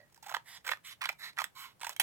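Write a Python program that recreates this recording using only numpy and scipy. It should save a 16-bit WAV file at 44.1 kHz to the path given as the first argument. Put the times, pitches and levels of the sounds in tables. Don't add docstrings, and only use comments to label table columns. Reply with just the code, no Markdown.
import sys
import numpy as np
from scipy import signal
from scipy.fft import rfft, irfft
from scipy.io import wavfile
from scipy.ndimage import uniform_filter1d, map_coordinates

SR = 44100
rng = np.random.default_rng(int(sys.argv[2]) if len(sys.argv) > 2 else 0)


def put_to_file(sound):
    columns = np.atleast_2d(sound).T
    safe = np.clip(columns, -1, 1)
    whole_steps = np.round(safe * 32767)
    wavfile.write(sys.argv[1], SR, whole_steps.astype(np.int16))


def volts_from_db(level):
    exponent = np.asarray(level, float) / 20
    return 10 ** exponent


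N = 89390

# (start [s], end [s], level [dB])
CLOSINGS = [
    (0.225, 0.354, -57),
    (0.642, 0.728, -51),
    (1.007, 1.105, -57.5),
    (1.364, 1.448, -56),
    (1.809, 1.915, -54),
]
# (frequency [Hz], level [dB])
SHEET_COLOUR = [(200, -32), (400, -15), (700, -9), (1100, -3), (1900, -2.5), (3700, -7.5), (4500, -9),
                (7700, -15), (16000, -17.5)]
# (frequency [Hz], level [dB])
RUB_COLOUR = [(400, -24.5), (900, -1), (2100, -1.5), (3900, 2.5), (5000, -23), (7800, -3.5), (9300, -14.5),
              (12000, -4.5), (16000, -19)]


def unit(x):
    return x / np.sqrt(np.mean(x ** 2))


def colour(x, table):
    hz, db = np.array(table).T
    bins_hz = np.linspace(1, SR / 2, 1025)
    log_gain = np.interp(np.log(bins_hz), np.log(np.maximum(hz, 1)), db) * np.log(10) / 20
    cepstrum = irfft(log_gain)
    cepstrum[1:1024] *= 2
    cepstrum[1025:] = 0
    return signal.fftconvolve(x, irfft(np.exp(rfft(cepstrum))))[:len(x)]


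def split(x, order, hz):
    return [signal.sosfilt(signal.butter(order, hz, kind, fs=SR, output="sos"), x) for kind in ("low", "high")]


def cut_lows(x, order, hz):
    return signal.sosfilt(signal.butter(order, hz, "high", fs=SR, output="sos"), x)


def ring(x, hz, width):
    return signal.lfilter(*signal.iirpeak(hz, hz / width, fs=SR), x)


def cracks(size, spread_db):
    return rng.standard_normal(size) * volts_from_db(spread_db * rng.exponential(size=size))


def walk(rate):
    k = int(SR / rate)
    return unit(uniform_filter1d(uniform_filter1d(rng.standard_normal(N), k), k))


def burst(length_ms, spread_db, release_ms, attack_ms=0.56):
    sag_ms = 12
    ms = np.arange(3000) / SR * 1000
    swell = 1 - np.exp(-ms / attack_ms)
    decay = np.exp(-np.maximum(ms - length_ms, 0) / release_ms - ms / sag_ms)
    return swell * decay * cracks(len(ms), spread_db)


def add(out, x, s, peak_db):
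    i = int(s * SR)
    out[i:i + len(x)] += (x * volts_from_db(peak_db) / np.abs(x).max())[:N - i]


def slips():
    # (time [s], peak [dB], sheet pitch [Hz], treble [dB], length
    # [ms])
    jerks = [(0.144, -57.5, 2200, 11, 2.1), (0.159, -60, 1720, 5.5, 9.4),
             (0.176, -57.5, 940, 10, 1.3), (0.309, -41, 934, -5, 2.5), (0.315, -36, 1070, -5, 1),
             (0.3237, -34, 1310, -4, 0.74), (0.34, -31.5, 1030, -5, 2.8), (0.395, -56, 930, -15, 4.4),
             (0.676, -26, 2320, -3.5, 3.7), (0.734, -22.5, 1790, -28, 1.27),
             (0.772, -46.5, 1250, -3.5, 0.62), (1.07, -32.5, 1680, -23, 1.5),
             (1.119, -49, 876, 5, 0.72), (1.3709, -35.5, 1740, -19, 0.73),
             (1.3776, -28, 1930, -19, 0.28), (1.386, -24, 1980, -5.5, 2),
             (1.441, -23.5, 1840, -1.5, 1.55), (1.796, -56, 1030, 3, 1.4), (1.804, -49, 1020, 4, 1.5),
             (1.812, -40, 1460, -1.5, 3.9), (1.817, -42.5, 990, 3.5, 1.65),
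             (1.893, -32, 1004, 6.5, 1.25), (1.909, -46, 2500, 3.5, 2.2), (1.93, -47.5, 3000, 5, 2.7),
             (0.099, -69, 2020, 8, 1.9), (0.244, -74, 864, -26, 2.1), (0.262, -42.5, 805, 3.5, 8.4),
                  (0.3451, -21.5, 1650, -8.5, 3.9), (0.366, -27, 970, -6.5, 1.7),
                  (1.028, -33, 2470, -6, 2.2), (1.054, -24, 982, -7.5, 4.8), (1.089, -21, 2240, -6, 4.1),
                  (1.096, -35, 2360, -27, 2.96), (1.389, -24, 1320, -13, 1.94),
                  (1.4161, -25.5, 1180, -8, 3.1), (1.831, -31, 960, -1, 2.1), (1.867, -29, 947, 0.5, 4),
             (0.123, -62, 910, 9, 6.3), (0.226, -51, 874, 10.5, 6.8), (0.293, -36, 1610, -2, 11),
                 (0.648, -41.5, 1890, -8, 12), (0.665, -31.5, 1590, -3, 10.5),
                 (0.689, -23.5, 2250, -6.5, 6.8), (0.7139, -21, 1830, -9, 4.5),
                 (1.009, -40, 1940, -22, 3.9), (1.015, -26, 1900, -9, 5.7), (1.398, -24, 1340, -11.5, 9.5),
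                 (1.844, -28.5, 1560, -4.5, 6.4),
             (1.038, -28.5, 2340, -7, 10.5), (1.016, -29.5, 1195, -33, 8.5),
                   (1.028, -33, 1080, -22, 4), (1.097, -32.5, 800, -20, 3.2), (1.382, -34, 1400, -7, 3),
                   (0.283, -47.5, 930, 7, 3.4), (0.357, -41.5, 1650, -10, 7.2), (0.73, -39, 2600, -11, 8),
                   (3.6, -44, 2900, 2, 10), (1.853, -49, 2000, 4, 7.1), (0.27, -49, 812, 3.5, 1.5),
                   (1.406, -30.5, 1230, -5, 5.3), (1.055, -24, 3800, -18, 2.4),
                   (0.7195, -23.5, 1850, -19, 1.7), (0.716, -27, 1036, -27, 5.4),
                   (0.68, -34.5, 1010, 0.5, 2.5), (0.694, -36, 1050, -23, 6), (1.126, -48, 890, 0, 4.3)]
    # (time [s], frequency [Hz])
    lowest_tone = [(0.2, 636), (0.4, 430), (0.64, 490), (0.78, 390), (1.0, 960), (1.05, 650), (1.12, 547),
                   (1.36, 895), (1.4, 550), (1.79, 730), (1.94, 490)]
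    treble_hz, sheet_width = 4240, 0.1
    ring_db, overtone, overtone_db = -1.5, 1.775, -21.5
    edge_hz, edge_width_hz, edge_db = 8340, 490, -12.5
    out = np.zeros(N)
    for s, db, hz, treble_db, ms in jerks:
        ms = max(ms, 0.2)
        x = colour(burst(ms, 2.2, min(2, ms), min(0.56, ms / 4)), SHEET_COLOUR)
        tone = ring(x, hz, sheet_width * hz)
        tone = tone + volts_from_db(overtone_db) * ring(x, overtone * hz, sheet_width * hz)
        body = unit(cut_lows(x, 4, np.interp(s, *np.array(lowest_tone).T)))
        boom, _ = split(body + volts_from_db(ring_db) * unit(tone), 3, treble_hz)
        _, crackle = split(x, 3, treble_hz)
        edge = volts_from_db(edge_db) * unit(ring(x, edge_hz, edge_width_hz))
        add(out, boom, s, db)
        add(out, unit(crackle) + edge, s, db + treble_db)
    return out


def tearing():
    rise_s, fade_s = 0.006, 0.02
    t, gain = np.arange(N) / SR, 0
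    for start, end, db in CLOSINGS:
        rise = np.clip((t - start) / rise_s, 0, 1)
        gain = gain + volts_from_db(db) * rise * np.exp(-np.maximum(t - end, 0) / fade_s)
    x = cracks(N, 2.5)
    crackle = unit(volts_from_db(5) * unit(colour(x, SHEET_COLOUR)) + unit(colour(x, RUB_COLOUR)))
    return gain * volts_from_db(3.4 * walk(190)) * crackle


def flaps(x):
    # (frequency [Hz], width [Hz], level [dB])
    flap_tones = [
        (790, 340, 4.5),
        (532, 52, 7),
        (2380, 68, -1),
        (1250, 67, -38),
        (630, 250, -2),
    ]
    t, out = np.arange(N) / SR, x
    for (start, end, _), (hz, width, db) in zip(CLOSINGS, flap_tones):
        during_cut = (t > start - 0.06) & (t < end + 0.06)
        out = out + volts_from_db(db) * ring(x * during_cut, hz, width)
    return out


def steel(x):
    # (frequency [Hz], width [Hz], level [dB])
    blade_tones = [(1030, 330, -2.5), (1340, 370, 1.5), (1710, 83, -8), (2250, 86, 14), (3230, 110, 13.5),
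                   (3970, 83, 10.5), (4900, 260, -16), (7200, 2100, -41)]
    return sum((-1) ** k * volts_from_db(db) * ring(x, hz, w) for k, (hz, w, db) in enumerate(blade_tones))


def snaps():
    # (time [s], peak [dB], length [ms])
    tip_clicks = [
        (1.9635, -32, 1.45),
        (1.9969, -15, 4.9),
        (1.9985, -13, 0.28),
        (2.001, -11, 1.02),
        (2.005, -22, 21),
    ]
    # (frequency [Hz], level [dB])
    click_colour = [(100, -35.5), (170, -30), (350, -26), (900, -4.5), (2200, -2), (3300, -9), (5000, -11),
                    (10500, -8.5), (16500, -14.5)]
    thump_hz, thump_width_hz, thump_db = 175, 60.0, -59.5
    out = np.zeros(N)
    for s, db, ms in tip_clicks:
        x = burst(ms, 2.2, release_ms=1)
        add(out, unit(colour(x, click_colour)) + volts_from_db(-2.5) * unit(steel(x)), s, db)
    thump = ring(ring(x, thump_hz, thump_width_hz), thump_hz, thump_width_hz)
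    add(out, thump, tip_clicks[1][0], thump_db)
    return out


def opening():
    # (time [s], level [dB])
    pressures = [
        [(0.445, -74), (0.451, -77), (0.461, -62.5), (0.485, -55.5), (0.575, -51), (0.595, -72), (0.615, -71)],
        [(0.83, -89), (0.85, -53.5), (0.926, -52), (0.95, -69), (0.97, -86)],
        [(1.175, -90), (1.195, -54), (1.219, -50.5), (1.245, -44.5), (1.299, -51.5), (1.323, -73), (1.335, -61)],
        [(1.54, -97), (1.554, -57.5), (1.582, -49), (1.656, -49.5), (1.734, -70), (1.738, -91), (1.77, -88)],
    ]
    # (frequency [Hz], width [Hz], level [dB])
    stroke_tones = [
        [(980, 280, -6), (1940, 370, 1), (3050, 270, -10.5), (3520, 410, -5.5), (4770, 250, -6.5)],
        [(1170, 130, -3.5), (2210, 690, 2.5), (3060, 300, -0.5), (3640, 410, -0.5), (5500, 220, -15)],
        [(1375, 56, -11), (1860, 250, 5.5), (2090, 130, 0), (3880, 230, 5), (4500, 170, -18)],
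        [(1030, 96, 1), (1290, 170, -10), (2170, 160, -7), (2980, 190, -7.5), (3760, 490, -7.5)],
    ]
    # (tones [dB], hiss [dB], treble at start [dB], its fading [dB/s], glide [1/s], lowest [Hz])
    stroke_mix = [
        (0, -5, 5.5, 42, 0.293, 710),
        (1, -0.5, 6, 60, 0.254, 1170),
        (0, -4.5, 6.5, 96, 0.286, 500),
        (0, -2.5, 5.5, 66, -0.283, 1060),
    ]
    flicker_db, treble_hz = 1.6, 4600
    t, out = np.arange(N) / SR, 0
    low, high = split(unit(colour(cracks(N, 0.65), RUB_COLOUR)), 2, treble_hz)
    for pressure, table, mix in zip(pressures, stroke_tones, stroke_mix):
        tones_db, hiss_db, treble_db, fade, glide, low_hz = mix
        s, db = np.array(pressure).T
        length = s[-1] - s[0]
        since = np.clip(t - s[0], 0, length)
        x = cracks(N, 1.0)
        tones = unit(sum(volts_from_db(d + flicker_db * walk(40)) * unit(ring(x, hz, w)) for hz, w, d in table))
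        warped_t = t + glide / 2 * (since - length / 2) ** 2
        tones = map_coordinates(tones, [warped_t * SR], mode="mirror")
        hiss = low + volts_from_db(treble_db - fade * since) * high
        rub = volts_from_db(tones_db) * tones + volts_from_db(hiss_db + 2.3 * walk(86)) * hiss
        rub = cut_lows(rub, 5, low_hz)
        out = out + rub * volts_from_db(np.interp(t, s, db, left=-200, right=-200))
    return out


def knock():
    # (frequency [Hz], level [dB], time to fall 60 dB [s])
    knock_tones = [(590, -61, 0.17), (1675, -73, 0.34), (1830, -70, 0.21), (1918, -59.5, 0.22),
                   (4100, -77, 0.21), (4600, -66, 0.076)]
    t, out = np.arange(N) / SR, 0
    for hz, db, t60 in knock_tones:
        out = out + volts_from_db(db - 60 * t / t60) * unit(ring(rng.standard_normal(N), hz, 27.0))
    return out


def late(x):
    # (frequency [Hz], gain [dB])
    far_gain = [(0, 1.5), (1500, -2), (2800, 1.5), (5500, -0.5), (10000, 2), (22050, 2)]
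    # (frequency [Hz], lag [turns])
    far_lag = [(0, 0), (2000, .21), (3000, .28), (4300, .52), (5500, .72), (7500, 1.1), (9300, 1.5),
               (12000, 1.9), (22050, 2.4)]
    sway_samples, sways_per_s = 1.1, 12
    hz = np.linspace(0, SR / 2, N + 1)
    turns = np.interp(hz, *np.array(far_lag).T)
    bend = volts_from_db(np.interp(hz, *np.array(far_gain).T)) * np.exp(-2j * np.pi * turns)
    bent = irfft(rfft(x, 2 * N) * bend)[:N]
    heard_at = np.arange(N) + sway_samples * walk(sways_per_s)
    return map_coordinates(bent, [heard_at], order=5, mode="mirror")


def echoes(x, t60, db, onset_s, hz, kind):
    t = np.arange(SR // 2) / SR
    tails = signal.lfilter(*signal.butter(1, hz, kind, fs=SR), rng.standard_normal((2, len(t))))
    tails = tails * volts_from_db(-60 * t / t60) * np.clip(t / onset_s, 0, 1)
    tails = tails / np.sqrt(np.sum(tails ** 2, axis=1, keepdims=True))
    return volts_from_db(db) * signal.fftconvolve(x[None], tails, axes=1)[:, :N]


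def hum():
    # (frequency [Hz], level [dB])
    quiet_colour = [(20, -24), (60, -5.5), (125, -1), (220, -10.5), (700, -10.5), (2000, -17), (5000, -24),
                    (16000, -25)]
    both, left, right = (unit(colour(rng.standard_normal(N), quiet_colour)) for _ in range(3))
    return volts_from_db(-69.5) * (np.array([left, right]) + volts_from_db(0.5) * ring(both, 167.0, 100.0))


def scene():
    far_port_db = -6.5
    hands = flaps(slips() + tearing()) + opening() + snaps() + knock()
    near = np.array([late(hands), hands])
    near = near + echoes(hands, t60=0.07, db=-9, onset_s=0.00011, hz=1740, kind="high")
    room = echoes(hands, t60=0.15, db=-20.5, onset_s=0.024, hz=6300, kind="low")
    return near * volts_from_db([[far_port_db / 2], [-far_port_db / 2]]) + room + hum()


def roll_off(x):
    return signal.sosfilt(signal.butter(12, 17110, fs=SR, output="sos"), x)


def record(dry):
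    mix = signal.sosfilt(signal.ellip(8, 0.2, 60, 16400, fs=SR, output="sos"), dry)
    return roll_off(mix)


dry = scene()
out = record(dry)
put_to_file(out)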